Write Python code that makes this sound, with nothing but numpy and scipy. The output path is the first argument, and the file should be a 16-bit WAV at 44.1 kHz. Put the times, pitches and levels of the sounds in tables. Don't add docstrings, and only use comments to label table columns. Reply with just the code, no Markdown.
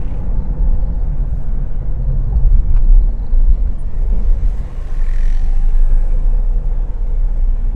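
import sys
import numpy as np
from scipy import signal
from scipy.fft import rfft, irfft, next_fast_len
from scipy.io import wavfile
from scipy.ndimage import uniform_filter1d, minimum_filter1d, map_coordinates

SR = 44100
rng = np.random.default_rng(int(sys.argv[2]) if len(sys.argv) > 2 else 0)


def store_pcm(level_fs):
    pcm = np.round(np.clip(level_fs, -1, 1) * 32767).astype(np.int16)
    wavfile.write(sys.argv[1], SR, np.atleast_2d(pcm).T)


N = 341775


def amp(db):
    return 10 ** (np.asarray(db) / 20)


def unit(x):
    return x / np.sqrt(np.mean(x ** 2) + 1e-20)


def clock():
    return np.arange(N) / SR


def curves(rows):
    times, *columns = np.transpose(rows)
    return [np.interp(clock(), times, column) for column in columns]


def swell(peak_s, width_s):
    return np.exp(-.5 * np.minimum(np.abs(clock() - peak_s) / width_s, 10) ** 2)


def passing(closest_s, db, width_s):
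    return amp(db) / (1 + ((clock() - closest_s) / width_s) ** 2)


def wobble(per_s):
    t = clock()[::8]
    points = rng.standard_normal(int(N * per_s / SR) + 4)
    return np.interp(clock(), t, map_coordinates(points, [t * per_s]))


def filtered(x, response):
    size = next_fast_len(N + SR // 2)
    return irfft(rfft(x, size) * response(np.fft.rfftfreq(size, 1 / SR)), size)[:N]


def noise(colour):
    table_hz, db = np.transpose(colour)
    gain = lambda hz: amp(np.interp(np.log(hz + 1), np.log(table_hz), db, -120, -120))
    return unit(filtered(rng.standard_normal(N), gain))


def ringing(notes):
    gain = lambda hz: sum(amp(db) / (1 + ((hz - pitch) / width) ** 2) ** 1.5 for pitch, width, db in notes)
    return unit(filtered(rng.standard_normal(N), gain))


def patchy(x, depth_db):
    spectrum = signal.stft(x, nperseg=1024)[2]
    patches = uniform_filter1d(rng.standard_normal(spectrum.shape), size=4, axis=0)
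    patches = unit(uniform_filter1d(patches, size=14, axis=1))
    return unit(signal.istft(spectrum * amp(depth_db * patches), nperseg=1024)[1][:N])


def levelled(x, give):
    outline = np.abs(signal.hilbert(x, next_fast_len(N))[:N])
    return unit(x / (outline + give))


def tone(hz, waver):
    phase = 2 * np.pi * np.cumsum(hz) / SR
    return np.sqrt(2) * amp(1.8 * wobble(13)) * np.sin(phase + waver * wobble(12))


def fuzzy_tone(hz, width_hz):
    phase = 2 * np.pi * np.cumsum(hz + np.zeros(N)) / SR
    return unit(wobble(width_hz) * np.sin(phase) + wobble(width_hz) * np.cos(phase))


def firings(per_s, knock_at_s, ring_s, valve_tick):
    count = np.cumsum(per_s) / SR
    count -= np.interp(knock_at_s, clock(), count)
    strength = amp(.8 * rng.standard_normal(4096))[np.floor(count).astype(int)]
    knock = lambda age_s: (1 - np.exp(-age_s / .0005)) * amp(-60 * age_s / ring_s)
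    return unit(strength * knock(count % 1 / per_s) + valve_tick * knock((count + .5) % 1 / per_s))


# peak_s, level_db, width_s
SAND_PATCHES = [(0.19, -67.5, 0.019), (1.39, -69, 0.11), (4.005, -70, 0.04), (4.2, -71.5, 0.12),
                (4.347, -71, 0.023), (4.503, -63, 0.025), (4.59, -63.5, 0.026), (4.87, -67, 0.18),
                (6.656, -66, 0.012)]

def sand():
    level = sum(amp(db) * swell(s, width) for s, db, width in SAND_PATCHES)
    colour = [(2000, -8), (4500, .5), (8500, -.5), (12000, -3.5), (15500, -11)]
    return level * unit(amp(2.4 * wobble(630)) * noise(colour))


# frequency_hz, level_db
FAR_DIESEL_COLOUR = [(700, -24.5), (1600, -3.5), (2400, 2.5), (3200, -7.5), (4200, -16), (6500, -19.5),
                     (10000, -24.5), (15000, -42.5)]

def roadside_diesel():
    start_db, hold_s, fade_db_per_s = -54, .11, 62
    clatter = firings(np.full(N, 32.0), knock_at_s=.014, ring_s=.08, valve_tick=.4)
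    level_db = start_db - fade_db_per_s * np.maximum(clock() - hold_s, 0)
    return amp(level_db) * clatter * noise(FAR_DIESEL_COLOUR)


# pitch_hz, width_hz, level_db
PULLEY_NOTES = [(1040, 32, 1.5), (1510, 32, -4), (1280, 57, -1.5), (1660, 40, 4.5), (2330, 45, -7.5),
                (2520, 49, -9), (5850, 140, -19), (7750, 200, -19), (8040, 72, -11), (8500, 130, -15),
                (9300, 230, -20.5)]

def belt():
    peak_s, peak_db, hz_at_peak, rise_hz_per_s = 5.52, -49.5, 779, 125
    hz = hz_at_peak + rise_hz_per_s * (clock() - peak_s)
    whine = np.sqrt(2) * np.sin(2 * np.pi * np.cumsum(hz) / SR + .83 * wobble(55))
    pulleys = passing(closest_s=5.88, db=-53.5, width_s=.32) * ringing(PULLEY_NOTES)
    return amp(peak_db) * swell(peak_s, width_s=.2) * whine + pulleys


# peak_s, pitch_hz, level_db, width_s, width_hz
DRIVE_WHINES = [(0.558, 496.2, -46.5, 0.37, 80.6), (0.6, 869, -52, 0.42, 89.9), (.4, 345.6, -52, .35, 90.3),
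                (1.45, 1495, -61, 0.31, 373), (2.998, 351.3, -51, .22, 90.8), (3.45, 2026, -69, 0.061, 60),
                (3.952, 1940, -61.5, 0.073, 258.7), (4.89, 1070, -54.5, 0.26, 89),
                (4.893, 1524, -55.5, 0.055, 80), (6.145, 506.4, -48, 0.23, 69.95),
                (6.852, 482.4, -47.5, 0.41, 85.2), (6.793, 869, -59.5, 0.8, 69.9)]

def drive_train():
    return sum(amp(db) * swell(s, width_s) * fuzzy_tone(hz, width_hz)
               for s, hz, db, width_s, width_hz in DRIVE_WHINES)


def squeak(start_s, hz, length_s, glide, rough):
    progress = np.linspace(0, 1, round(length_s * SR))
    waver = np.interp(progress * length_s, np.arange(256) / 1500, rng.standard_normal(256))
    pitch = hz * (1 + glide * (progress - .5) + rough * waver)
    sound = np.sqrt(np.abs(np.sin(np.pi * progress))) * np.sin(2 * np.pi * np.cumsum(pitch) / SR)
    return np.pad(sound, (round(start_s * SR), N))[:N]


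def brake():
    return amp(-53) * squeak(start_s=3.783, hz=9140, length_s=.044, glide=.004, rough=.026)


def faint_chirps(flex, tries):
    when, luck, size, pitch = rng.random((tries, 4)).T
    start_s = when * N / SR
    rows = np.column_stack([start_s, -70.5 + 6 * size, 4180 + 600 * (pitch - .5)])
    return rows[luck < np.interp(start_s, clock(), flex)]


# peak_s, strength (0 to 1), width_s
BODY_TWISTS = [(0.714, 0.6, 0.37), (2.145, 0.3, 0.2), (3.162, 1, 0.54)]
# start_s, level_db (before a 3 dB cut), pitch_hz
LOUD_CHIRPS = [(.402, -62, 4400), (.744, -62, 4520), (.806, -63, 4550), (.822, -62, 4550),
               (.866, -62, 4730), (1.014, -60.5, 4500), (1.755, -71, 4440), (2.025, -62, 4300),
               (2.128, -68, 4150), (2.213, -69, 4300), (2.24, -64, 4540), (2.27, -63.5, 4350),
               (2.363, -53.5, 4470), (2.46, -56, 4380), (2.524, -55, 4400), (2.589, -56.5, 4420),
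               (2.735, -61, 4220), (2.795, -59, 4400), (2.904, -56, 4480), (3.01, -60, 4500),
               (3.11, -63, 4350), (3.193, -58, 3980), (3.227, -57, 4020), (3.325, -59, 4000),
               (3.517, -60, 4030), (3.535, -55, 4170), (3.587, -63.5, 4240), (4.243, -57, 4413),
               (4.299, -54, 4420)]

def trim_squeaks():
    flex = sum(strength * swell(s, width) for s, strength, width in BODY_TWISTS)
    chirps = sum(amp(db - 3) * squeak(s, hz, length_s=.012, glide=-.06, rough=.039)
                 for s, db, hz in [*LOUD_CHIRPS, *faint_chirps(flex, tries=300)])
    chatter = unit(amp(5.9 * wobble(90)) * fuzzy_tone(4200, width_hz=890))
    return chirps + amp(-74) * flex * chatter


def strike(start_s, ring_s):
    age_s = clock() - start_s
    return np.clip(age_s / .0014, 0, 1) * amp(-60 * np.clip(age_s / ring_s, 0, 3))


# start_s, level_db, ring_s, snap_db
DASH_KNOCKS = [(2.552, -42, 0.028, -58), (2.562, -42.5, 0.06, -57), (2.74, -44, 0.04, -53),
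               (2.748, -43, 0.06, -62), (2.7625, -37.5, 0.06, -44), (2.768, -41.5, 0.055, -60),
               (2.773, -43, 0.05, -50), (2.9254, -44, 0.04, -54), (2.937, -47, 0.025, -55),
               (2.954, -47, 0.044, -58), (3.672, -42, 0.048, -61)]
# pitch_hz, width_hz, level_db
SNAP_NOTES = [(2406, 98, 8.5), (2720, 140, 2), (4370, 440, -13.5)]
# start_s, level_db
TRIM_TICKS = [(2.378, -57), (2.397, -59), (2.553, -61), (2.745, -58), (2.768, -60), (2.826, -58),
              (2.88, -64), (2.966, -58)]
# frequency_hz, level_db
DASH_COLOUR = [(300, -6), (550, 12.5), (1000, 11), (1400, 8), (1900, -1), (2650, -11.5), (3300, -15),
               (4400, -12.5), (5500, -19.5), (8000, -22.5), (12000, -49.5)]
TICK_COLOUR = [(2500, -18.5), (4500, -0.5), (6500, 1.5), (8200, -4.5), (11000, -21.5), (15000, -30)]

def dashboard():
    knocks = sum(amp(db) * strike(s, ring_s) for s, db, ring_s, _ in DASH_KNOCKS)
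    snaps = sum(amp(db) * strike(s, ring_s=.045) for s, _, _, db in DASH_KNOCKS)
    ticks = sum(amp(db) * strike(s, ring_s=.014) for s, db in TRIM_TICKS)
    return (knocks * levelled(noise(DASH_COLOUR), give=1.2)
            + snaps * levelled(ringing(SNAP_NOTES), give=.4)
            + ticks * noise(TICK_COLOUR))


# peak_s, pitch_hz, level_db, width_s
PANEL_NOTES = [(2.334, 810, -39, 0.0083), (2.327, 405, -42, 0.027), (2.344, 170, -30.5, 0.019),
               (2.564, 202.6, -32, 0.014), (4.064, 448.4, -46, 0.019), (4.172, 445, -43.5, 0.091),
               (4.19, 187, -32, 0.052), (5.453, 66, -26.5, 0.035)]

def panels():
    return sum(amp(db) * swell(s, width) * levelled(fuzzy_tone(hz, width_hz=.25 * hz), give=.67)
               for s, hz, db, width in PANEL_NOTES)


# time_s, firings_per_s
ENGINE_SPEED = [(0, 43), (.5, 43), (.8, 44.6), (1.6, 44.6), (2.1, 43.3), (2.6, 46), (3.3, 47), (4.1, 46.4),
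                (4.5, 42.3), (4.8, 41.5), (5.1, 41.7), (5.3, 42.8), (5.55, 46), (6.1, 45), (6.7, 43.2),
                (7.1, 43.4), (7.35, 47), (7.75, 47.2)]
# multiple (of the firing rate), level_db
HUM_NOTES = [(2, 3), (3, -3), (4, -7.5)]
# time_s, level_db
LOAD_NOTE_LEVEL = [(0, -52.5), (2.4, -51), (2.9, -45.5), (3.3, -43.5), (3.8, -45.5), (4.2, -52),
                   (5.6, -53.5), (6.1, -50), (6.9, -48.5), (7.2, -51), (7.5, -45), (7.75, -49)]
# frequency_hz, level_db
CRACK_COLOUR = [(500, -27), (1000, -9), (1500, -7.5), (1800, -1), (2300, -2.5), (2700, -7.5), (4000, -15),
                (6000, -16), (8500, -15), (11000, -19.5), (15000, -43.5)]
# pitch_hz, width_hz, level_db
BLOCK_NOTES = [(1817, 125, 7.5), (2000, 170, -1.5), (2380, 220, -2.5)]
COVER_NOTES = [(3070, 170, 3), (3950, 510, -8), (4360, 300, -8), (5570, 120, -5), (5900, 190, 1)]

def engine():
    rate, = curves(ENGINE_SPEED)
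    hum = amp(-40) * unit(sum(amp(db) * tone(multiple * rate, waver=.36) for multiple, db in HUM_NOTES))
    load_note = amp(curves(LOAD_NOTE_LEVEL)[0]) * tone(5 * rate, waver=.4)
    crack = firings(rate, knock_at_s=5.1595, ring_s=.025, valve_tick=.25) * noise(CRACK_COLOUR)
    blows = firings(rate, knock_at_s=5.1595, ring_s=.042, valve_tick=.22)
    block = blows * levelled(ringing(BLOCK_NOTES), give=.4)
    cover = blows * levelled(ringing(COVER_NOTES), give=.4)
    knock_echo = passing(closest_s=5.17, db=-45, width_s=.19) * (amp(-13) * crack + block)
    cover_echo = passing(closest_s=5.3, db=-54, width_s=.15) * cover
    return hum + load_note + knock_echo + cover_echo


# closest_s, hiss_db, grit_db, width_s
PASSING_WALLS = [(4.55, -53.5, -72.5, 0.51), (5.2, -53.5, -58, 0.4), (5.85, -58.5, -70.5, 0.71),
                 (7.351, -61.5, -74, 0.74)]
# frequency_hz, level_db
HISS_COLOUR = [(600, -28.5), (1000, 1), (1500, -0.5), (1850, 0), (2400, -2), (3100, -8), (4200, -14),
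               (5800, -15), (8000, -16), (12000, -50.5)]
GRIT_COLOUR = [(2000, -16.5), (3500, 3), (5000, -1), (6000, -4), (8200, -4), (9500, -6), (11500, -13),
               (15000, -24)]

def window_hiss():
    open_road_hiss_db, open_road_grit_db = -62, -82
    hiss_power = amp(open_road_hiss_db) ** 2
    grit_power = amp(open_road_grit_db) ** 2
    for s, hiss_db, grit_db, width in PASSING_WALLS:
        hiss_power += passing(s, hiss_db, width) ** 2
        grit_power += passing(s, grit_db, width) ** 2
    hiss = amp(1.1 * wobble(130)) * patchy(noise(HISS_COLOUR), depth_db=2.5)
    grit = amp(2.6 * wobble(300)) * patchy(noise(GRIT_COLOUR), depth_db=2.3)
    return np.sqrt(hiss_power) * hiss + np.sqrt(grit_power) * grit


# time_s, roughness_db
ROAD_ROUGHNESS = [(0, 8.5), (.55, 11), (1.7, -3.5), (2.3, -0.5), (3.2, -1.5), (3.7, -9.5), (4.7, -2),
                  (5.05, -29), (5.4, -4.5), (5.75, -12), (6.25, -7), (7.75, -18)]
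# time_s, pitch_hz, level_db
TYRE_HUM = [(0, 165, -40), (.3, 160, -32.5), (.65, 150, -31), (.95, 143, -35.5), (1.25, 140, -30),
            (1.7, 132, -36), (2.05, 127, -30.5), (2.45, 122, -31), (2.75, 116, -33.5), (3.1, 120, -36.5),
            (3.8, 120, -47.5), (5.0, 125, -49.5), (6.2, 130, -41.5), (7.75, 128, -45.5)]
# time_s, level_db
ROAR_LEVEL = [(0, -40.5), (.7, -41.5), (1.1, -43), (2.7, -43.5), (3.8, -45), (4.2, -42), (4.45, -44),
              (4.75, -42), (5.1, -45.5), (5.75, -45.5), (6.0, -42.5), (7.3, -44), (7.75, -45.5)]
# frequency_hz, level_db
FLOOR_COLOUR = [(70, -34), (105, -6.5), (135, 4), (165, 0.5), (200, -2.5), (240, -4), (290, -11),
                (400, -27.5), (800, -63)]
ROAR_COLOUR = [(150, -25.5), (270, -8), (330, 2.5), (385, -2), (490, 4), (600, -1.5), (740, -4),
               (870, -4.5), (1000, -9), (1300, -15.5), (1800, -20), (3000, -47.5), (6000, -59)]

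def tyres():
    load = wobble(13)
    road_db, = curves(ROAD_ROUGHNESS)
    hum_hz, hum_db = curves(TYRE_HUM)
    roar_db, = curves(ROAR_LEVEL)
    hum = amp(hum_db + 1.5 * load) * fuzzy_tone(hum_hz, width_hz=21)
    drone = amp(-36.5 + .35 * road_db + 1.4 * load) * noise(FLOOR_COLOUR)
    roar = amp(roar_db + .16 * load + wobble(60)) * patchy(noise(ROAR_COLOUR), depth_db=1.03)
    return hum + drone + roar


# peak_s, pitch_hz, level_db, width_s
AIR_NOTES = [(.25, 85, -33.5, .14), (.6, 143, -34.5, .13), (.95, 133, -34.5, .18), (1.5, 132, -35, .14),
             (1.83, 78.6, -27.5, .13), (2.2, 130.5, -28.5, .17), (2.45, 145.5, -30, .14),
             (2.88, 85, -22, .11), (3.1, 134, -30.5, .17), (3.457, 80, -31, 0.076), (5.37, 132, -37, .13),
             (6.3, 133.4, -37, .22), (6.38, 148.3, -42, .13), (7.35, 129.2, -37, .25)]

def cabin_notes():
    return sum(amp(db) * swell(s, width) * tone(hz, waver=.36) for s, hz, db, width in AIR_NOTES)


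# time_s, pitch_hz, level_db
CABIN_BOOM = [(4.8, 24.69, -26.5), (4.93, 25.58, -14.5), (5.12, 25.13, -11), (5.55, 25.06, -11),
              (5.75, 25.35, -8.5), (6.15, 28.35, -12), (6.45, 30.47, -12), (7.0, 30.52, -16.5),
              (7.3, 30, -12), (7.75, 28.2, -15)]

def boom():
    hz, db = curves(CABIN_BOOM)
    phase = 2 * np.pi * np.cumsum(hz * (1 + .028 * wobble(20))) / SR
    throb_db = -wobble(25)
    return amp(db + throb_db) * np.sqrt(2) * np.sin(phase)


# time_s, level_db
SHAKE_LEVEL = [(0, -15.5), (.35, -12.5), (.52, -15.5), (.65, -13.5), (1.35, -15), (1.77, -14.5), (2.1, -14),
               (2.8, -17), (3.15, -16.5), (3.6, -17), (3.83, -19), (3.94, -15.5), (4.15, -13), (4.3, -12),
               (4.6, -17.5), (4.8, -24), (5.1, -19.5), (5.45, -21), (5.65, -20.5), (6.2, -18.5),
               (7.75, -21.5)]
# peak_s, level_db, width_s
ROAD_JOLTS = [(0.72, -13, 0.088), (2.356, -3.5, 0.017), (2.455, -8, 0.033), (2.561, -5, 0.037),
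              (2.735, -5.5, 0.057), (2.946, -5.5, 0.08), (3.375, -9, 0.047), (3.501, -5.5, 0.028),
              (3.65, -9.5, 0.04), (4.326, -12.5, 0.019), (4.42, -9.5, 0.048)]
# frequency_hz, level_db
SHAKE_COLOUR = [(8, 0.5), (15, 1), (24, -5), (30, 0.5), (40, -4), (50, -3), (58, -16), (80, -24.5),
                (130, -61.5)]
ROCK_COLOUR = [(10, -20.5), (18, -14), (27, 2), (33, -0.5), (42, -10), (58, -17.5), (80, -28.5),
               (130, -66.5)]
THUD_COLOUR = [(35, -19.5), (50, -7.5), (64, -5.5), (85, -5.5), (100, -11), (135, -18), (250, -58)]

def car_body():
    lurch = amp(.67 * wobble(16))
    shake = amp(curves(SHAKE_LEVEL)[0]) * lurch
    rock = sum(amp(db) * swell(s, width) for s, db, width in ROAD_JOLTS)
    road_db, = curves(ROAD_ROUGHNESS)
    thud = amp(-25 + .044 * road_db) * np.hypot(shake, rock) ** .43
    return (thud * noise(THUD_COLOUR)
            + shake * levelled(noise(SHAKE_COLOUR), give=1.1)
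            + rock * levelled(noise(ROCK_COLOUR), give=.58))


def scene():
    rolling = car_body() + tyres() + window_hiss() + sand()
    rattles = panels() + dashboard() + trim_squeaks() + brake()
    air = boom() + cabin_notes()
    machines = engine() + belt() + drive_train() + roadside_diesel()
    return (rolling + rattles + air + machines)[None]


def record(dry):
    ceiling, top_hz = .98, 15700
    needed = np.minimum(1, ceiling / (np.abs(dry[0]) + 1e-9))
    held = minimum_filter1d(needed, size=400)
    gain = uniform_filter1d(uniform_filter1d(held, size=200), size=200)
    edge_fade = signal.windows.tukey(N, .0005)
    return filtered(dry[0] * gain * edge_fade, lambda hz: hz < top_hz)[None]


dry = scene()
out = record(dry)
store_pcm(out)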